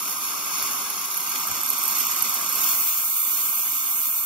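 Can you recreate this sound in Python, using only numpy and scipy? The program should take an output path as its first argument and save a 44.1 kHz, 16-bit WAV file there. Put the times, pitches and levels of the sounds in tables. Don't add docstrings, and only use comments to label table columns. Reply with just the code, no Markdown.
import sys
import numpy as np
from scipy import signal
from scipy.fft import rfft, irfft, dct
from scipy.io import wavfile
from scipy.ndimage import uniform_filter1d

SR = 44100
rng = np.random.default_rng(int(sys.argv[2]) if len(sys.argv) > 2 else 0)


def wav_record(signal):
    frames = np.transpose(np.atleast_2d(signal))
    bounded = np.clip(frames, -1, 1)
    quanta = np.round(bounded * 32767).astype(np.int16)
    wavfile.write(sys.argv[1], SR, quanta)


def boost_factor(decibels):
    exponent = np.asarray(decibels, float) / 20
    return 10 ** exponent


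N = 187510

# t/s, hose level/dB, tip jet level/dB
AIR_LEVELS = [(0, -38, -29.5), (.5, -37, -30.5), (.6, -34.5, -27.5), (.74, -36, -29), (.89, -38.5, -32),
              (1.24, -37.5, -30.5), (1.29, -36.5, -30.5), (1.6, -36.5, -31), (1.98, -36, -27.5),
              (2.5, -36, -29), (2.64, -35.5, -23.5), (2.87, -38, -25), (2.92, -40, -26), (3.14, -42, -25),
              (3.3, -41, -24.5), (3.86, -41.5, -26.5), (3.96, -42, -24.5), (4.25, -44, -25.5)]
# t/s, share of tip under water/0-1, mouth widened/0-1, crackle spread/dB, small drops/(1/s)
WATER = [
    (0, 0.2, 0.08, 4, 6),
    (.95, 0.02, 0.1, 2, 13),
    (1.15, 0.19, 0.33, 4, 45),
    (1.45, 0.84, 0.3, 4, 55),
    (2.6, 0.88, 0.1, 2, 35),
    (2.66, 0.95, 0.4, 2.5, 5),
    (2.85, 0.92, 0.43, 3, 5),
    (2.9, 0.92, 1, 3, 4),
    (3.5, 0.99, 0.86, 0, 3),
    (4.25, 1, 1, 2, 4),
]
# t/s, peak level/dB
LARGE_DROPS = [(0.6249, -16), (0.9013, -14.5), (1.0839, -24), (1.117, -20), (1.1767, -23), (1.204, -15),
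               (1.293, -17), (1.483, -16.5), (1.6324, -15), (1.661, -15), (1.6893, -16), (1.702, -7),
               (1.7295, -18), (1.7809, -16), (1.817, -18), (1.8366, -11), (1.853, -20), (1.8788, -10.5),
               (1.9101, -15), (1.9707, -15), (1.9845, -13), (2.0038, -13.5), (2.0681, -12.5), (2.2226, -6),
               (2.3407, -17), (2.4912, -13.5), (2.5247, -14), (2.554, -14.5), (2.615, -15), (3.2041, -14.5)]
# t/s, jet gain/dB
GULPS_OF_WATER = [
    (1.05, 2.5),
    (1.41, 0),
    (1.99, 1.5),
    (2.165, 1.5),
    (2.21, -2),
    (2.285, 3.5),
    (2.335, 5),
    (2.54, 2.5),
    (2.875, 3),
    (3.58, 2.5),
]
# t/s, peak level/dB
HAND_BUMPS = [(0.614, -53), (0.77, -56), (1.177, -62), (1.43, -57), (1.481, -47), (1.509, -52),
              (1.545, -58), (1.699, -55), (1.97, -58), (2.217, -52.5), (2.545, -60), (2.708, -50),
              (3.412, -57), (3.885, -63), (4.02, -65)]

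# f/Hz, width/Hz, left level/dB, right level/dB
HOSE_ROAR = [(182.3, 100, -15, -16.5), (278, 84, -12, -12.5), (415.5, 15, -42.5, -9.5),
             (518.5, 150, -12.5, -10), (838, 460, -9.5, -21), (999, 120, -2.5, -7), (1091, 27, -15, 4),
             (1228, 136, 4, -6), (1384, 550, -15.5, -7), (1639, 17, -0.5, -9.5)]
HOSE_HISS = [(2047, 610, -12, -5), (2384, 450, 0, -5.5), (2880, 370, -3.5, -2), (3488, 270, -2, -3.5),
             (4204, 500, 1, -8), (4875, 550, -10.5, 0), (5462, 290, 4.5, -0.5)]
HOSE_SIZZLE = [(5980, 490, 0.5, -0.5), (6470, 700, 0.5, 2), (6670, 320, -5, 0), (7515, 620, -1, -13)]
DRY_JET = [(8660, 170, -54, 1), (8850, 1100, -4.5, 3), (10400, 790, 0, -18), (10560, 2500, -30.5, -6),
           (11150, 420, -16, 3.5), (11930, 580, -23, 5), (12960, 880, -1, -1), (14800, 350, 2.5, -11),
           (14300, 270, -13, -31)]
WET_JET = [(8170, 500, -13, -16), (8960, 550, -29, -5), (10580, 520, -7.5, -8.5), (11270, 1100, -8, -13),
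           (11935, 385, -33, 6), (12470, 840, -17, -23), (12200, 280, -20, 0.5), (13080, 1400, -11.5, -5.5),
           (13930, 810, -15.5, -19)]
RIM_TONE = [(14700, 800, 0, -9), (15300, 800, 1, -6)]

# f/Hz, width/Hz, left depth/dB, right depth/dB
ROOM_DIPS = [(1803, 260, 6.5, 5), (583.4, 100, 3.5, 6.5), (458, 62, 5, 9.5), (4006, 200, 5.5, 6),
             (2850, 220, 5, -0.5), (4800, 340, 1.5, -0.5)]
WIDE_MOUTH_DIPS = [(542, 380, 2.5, 2.5), (1934, 420, 1.8, 4.5), (4970, 300, 8.6, 6), (5570, 290, 11, 11),
                   (3206, 110, 3.8, 7.7), (4090, 200, 2.7, 5), (4510, 120, 2.8, 8.4), (2626, 160, 4.5, 2.9)]
DRY_DIPS = [(8450, 1100, 11.5, 12), (8200, 400, 9.5, 6.2), (15500, 420, -3, 15)]
WET_DIPS = [(7280, 340, -4, 12), (10580, 470, 9.5, 5.5), (9250, 210, 0, -0.5), (8150, 41, 3, -11)]
# f/Hz, level under the loudness of the moment/dB
TOO_FAINT = [(60, -28.5), (500, -18.5), (1800, -17.5), (4000, -14.5), (8000, -14.5), (11000, -13),
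             (15000, -10)]


def hose(roar_db, hiss_db, surge):
    roar = unit(ring(air(0.8) * boost_factor(1.3 * walk(7)), HOSE_ROAR))
    waver = boost_factor(1.68 * walk(9.33) + 0.69 * surge)
    hiss = ring(air(0.48) * waver, HOSE_HISS)
    sizzle = ring(air(0.55, sign=-1.28) * waver * boost_factor(0.23 * walk(3)), HOSE_SIZZLE)
    return boost_factor(roar_db + 0.42) * (roar + boost_factor(hiss_db + 0.45) * unit(hiss + sizzle))


def tip(jet_db, rim_db, wet, surge, drops_per_s):
    crackle = boost_factor(0.66 * surge)
    crackle /= np.sqrt(np.mean(crackle ** 2))
    dry_jet = unit(ring(air(0.43, late=1) * crackle, DRY_JET))
    wet_jet = unit(ring(air(0.5, late=1) * crackle, WET_JET))
    jet = np.sqrt(1 - wet) * dry_jet + np.sqrt(wet) * wet_jet
    rim = unit(ring(air(0.98, late=1) * crackle, RIM_TONE))
    rim_share = np.sqrt(wet + 0.25 * (1 - wet))
    torn = torn_drops(drop_kicks(drops_per_s))
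    drops = boost_factor(25.5) * ring(torn, WET_JET)
    drops += boost_factor(-2.5) * ring(torn, HOSE_HISS + HOSE_SIZZLE)
    drops += boost_factor(3.5) * ring(torn, RIM_TONE + DRY_JET)
    return boost_factor(jet_db - 1.5) * jet + boost_factor(rim_db + 1.0) * rim_share * rim + drops


def drop_kicks(drops_per_s):
    most_per_s, small_db, spread_db = 80, -20.5, 2.2
    delay_s, large_db = 0.001, -1.5
    gap_s, follower_db = 0.003, -7.5
    when, pick, size = rng.random((int(most_per_s * N / SR), 3)).T
    at = (when * N).astype(int)
    happens = np.clip((drops_per_s[at] / most_per_s - pick) * 10, 0, 1)
    kicks = np.zeros(N)
    kicks[at] = happens * boost_factor(small_db + spread_db * (4 * size - 2))
    start_s, peak_db = np.transpose(LARGE_DROPS)
    gap, size = rng.random((len(start_s), 2, 2)).T
    for k in range(3):
        late_s = delay_s + gap_s * (0.5 + gap[:k]).sum(axis=0)
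        level_db = peak_db + large_db + 2 * follower_db * size[:k].sum(axis=0)
        kicks[((start_s + late_s) * SR).astype(int)] = boost_factor(level_db)
    return kicks


def torn_drops(kicks):
    burst_s, tail_s, tail_db = 0.00022, 0.0028, -12
    t = np.arange(int(0.02 * SR)) / SR
    shape = t / burst_s * np.exp(1 - t / burst_s) + boost_factor(tail_db) * np.exp(-t / tail_s)
    puff = signal.fftconvolve(kicks, shape)[:N] * air(0.98)
    tick = np.array([kicks, np.roll(kicks, 1)])
    return tick + boost_factor(-25) * puff


def paths(x, wet, wide):
    flat = [(8000, 1e6, 0, 0)]
    lowest_hz, sway_share, sway_per_s = 130, 0.012, 3
    x = signal.sosfilt(signal.butter(3, lowest_hz, "high", fs=SR, output="sos"), x)
    x = (1 - wet) * ring(x, flat, DRY_DIPS) + wet * ring(x, flat, WET_DIPS)
    up = np.clip(0.5 + 0.36 * walk(sway_per_s), 0, 1)
    out = 0
    for share, sign in ((up, 1), (1 - up, -1)):
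        move = [1 + sign * sway_share, 1, 1, 1]
        narrow_mouth = ring(x, flat, np.multiply(ROOM_DIPS, move))
        wide_mouth = ring(x, flat, np.multiply(ROOM_DIPS + WIDE_MOUTH_DIPS, move))
        out = out + share * ((1 - wide) * narrow_mouth + wide * wide_mouth)
    return out


def bumps():
    t = np.arange(N) / SR
    loudness = sum(boost_factor(db) * swell(t, s, rise_s=0.011) for s, db in HAND_BUMPS)
    low_band = signal.butter(2, [45, 117.0], "band", fs=SR, output="sos")
    rumble = unit(signal.sosfilt(low_band, air(0.35)))
    return rumble * loudness * boost_factor([[-2.6], [2.6]])


def air(like, sign=1, late=0):
    shared, left, right = rng.standard_normal((3, N))
    like = np.clip(like, 0, 1)
    together = np.array([sign * shared, np.roll(shared, late)])
    return np.sqrt(like) * together + np.sqrt(1 - like) * np.array([left, right])


def ring(drive, modes, dips=()):
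    return signal.fftconvolve(drive, response(modes, dips), axes=1)[:, :N]


def response(modes, dips=(), size=4096):
    hz = np.arange(size // 2 + 1) * SR / size
    f, width, *db = np.transpose(modes)[:, :, None]
    power = np.sum(boost_factor(db) ** 2 / (1 + ((hz - f) / (0.98 * width)) ** 2) ** 2, axis=1)
    cut_db = sum(np.c_[depth_db] / (1 + ((hz - c) / b * 2) ** 4) for c, b, *depth_db in dips)
    cepstrum = irfft(np.log(power) / 2 - cut_db * np.log(10) / 20)
    cepstrum[:, 1:size // 2] *= 2
    cepstrum[:, size // 2 + 1:] = 0
    return irfft(np.exp(rfft(cepstrum)))[:, :size // 2]


def walk(rate):
    k = max(int(SR / rate), 2)
    steps = np.repeat(rng.standard_normal(N // k + 1), k)
    return 0.56 * uniform_filter1d(uniform_filter1d(steps, k), k)[:N]


def swell(t, s, rise_s):
    u = np.maximum(t - s, 0) / rise_s
    return u * np.exp(1 - u)


def unit(x):
    return x / np.sqrt(np.mean(x.mean(axis=0) ** 2))


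def scene():
    t = np.arange(N) / SR
    flow_s, *flow = np.transpose(AIR_LEVELS)
    hose_db, jet_db = (np.interp(t, flow_s, c) for c in flow)
    water_s, *water = np.transpose(WATER)
    wet, wide, spread_db, drops_per_s = (np.interp(t, water_s, c) for c in water)
    wet, wide = np.clip([wet, wide], 0, 1)
    gulp_db = sum(db * swell(t, s, rise_s=0.0082) for s, db in GULPS_OF_WATER)
    jet_db = jet_db + gulp_db
    flare_db = 4 * swell(t, 2.6, rise_s=0.13)
    rim_db = jet_db - 12.5 + 5 * wide + flare_db
    hiss_db = 1.5 + 4.5 * wide + 0.42 * gulp_db
    surge = spread_db * (0.5 * walk(25.05) + 0.73 * walk(120) + 0.89 * walk(600))
    mouth = hose(hose_db - 0.33 * gulp_db, hiss_db, surge)
    mouth = mouth + tip(jet_db, rim_db, wet, surge, drops_per_s)
    return paths(mouth, wet, wide) + bumps()


def drop_unheard(x, size=1024):
    near_db, near_hz, patch_db, unsteady_db, top_hz = -6.5, 1500.0, 2.5, 1.8, 15750
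    count = N // size + 2
    x = np.pad(x, ((0, 0), (size, (count + 1) * size - N - size))).reshape(2, count + 1, 2, size // 2)
    w = signal.windows.kaiser_bessel_derived(2 * size, 4 * np.pi).reshape(4, -1)
    a, b = x[:, :-1, 0] * w[0], x[:, :-1, 1] * w[1]
    c, d = x[:, 1:, 0] * w[2], x[:, 1:, 1] * w[3]
    folded = np.concatenate([-c[..., ::-1] - d, a - b[..., ::-1]], -1)
    lines = dct(folded, type=4, norm="ortho")
    power = lines ** 2
    hz = (np.arange(size) + 0.5) * SR / 2 / size
    f, under_db = np.transpose(TOO_FAINT)
    faint = boost_factor(np.interp(np.log(hz), np.log(f), under_db))
    whole = np.mean(power, axis=(0, 2))[:, None] * faint ** 2
    near = uniform_filter1d(power, int(near_hz * 2 * size / SR), axis=2) * boost_factor(near_db) ** 2
    swing = np.repeat(rng.standard_normal((1, count, size // 16)), 16, axis=2)
    hidden = (whole + near) * boost_factor(unsteady_db * swing) ** 2
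    valley = uniform_filter1d(uniform_filter1d(power, size=9, axis=2), size=2, axis=1)
    patch = valley > hidden * boost_factor(patch_db) ** 2 * np.clip(hz / 2500, 0, 1)
    kept = lines * (power > hidden) * patch * (hz < top_hz)
    u, v = np.split(dct(kept, type=4, norm="ortho"), 2, axis=2)
    head = np.concatenate([v * w[0], -v[..., ::-1] * w[1]], -1)
    tail = np.concatenate([-u[..., ::-1] * w[2], -u * w[3]], -1)
    return (head[:, 1:] + tail[:, :-1]).reshape(2, -1)[:, :N]


def roll_off(x):
    return signal.sosfilt(signal.butter(12, 17070, fs=SR, output="sos"), x)


def record(dry):
    dry = signal.sosfilt(signal.butter(2, 95.0, "high", fs=SR, output="sos"), dry)
    mix = drop_unheard(dry)
    return roll_off(mix)


dry = scene()
out = record(dry)
wav_record(out)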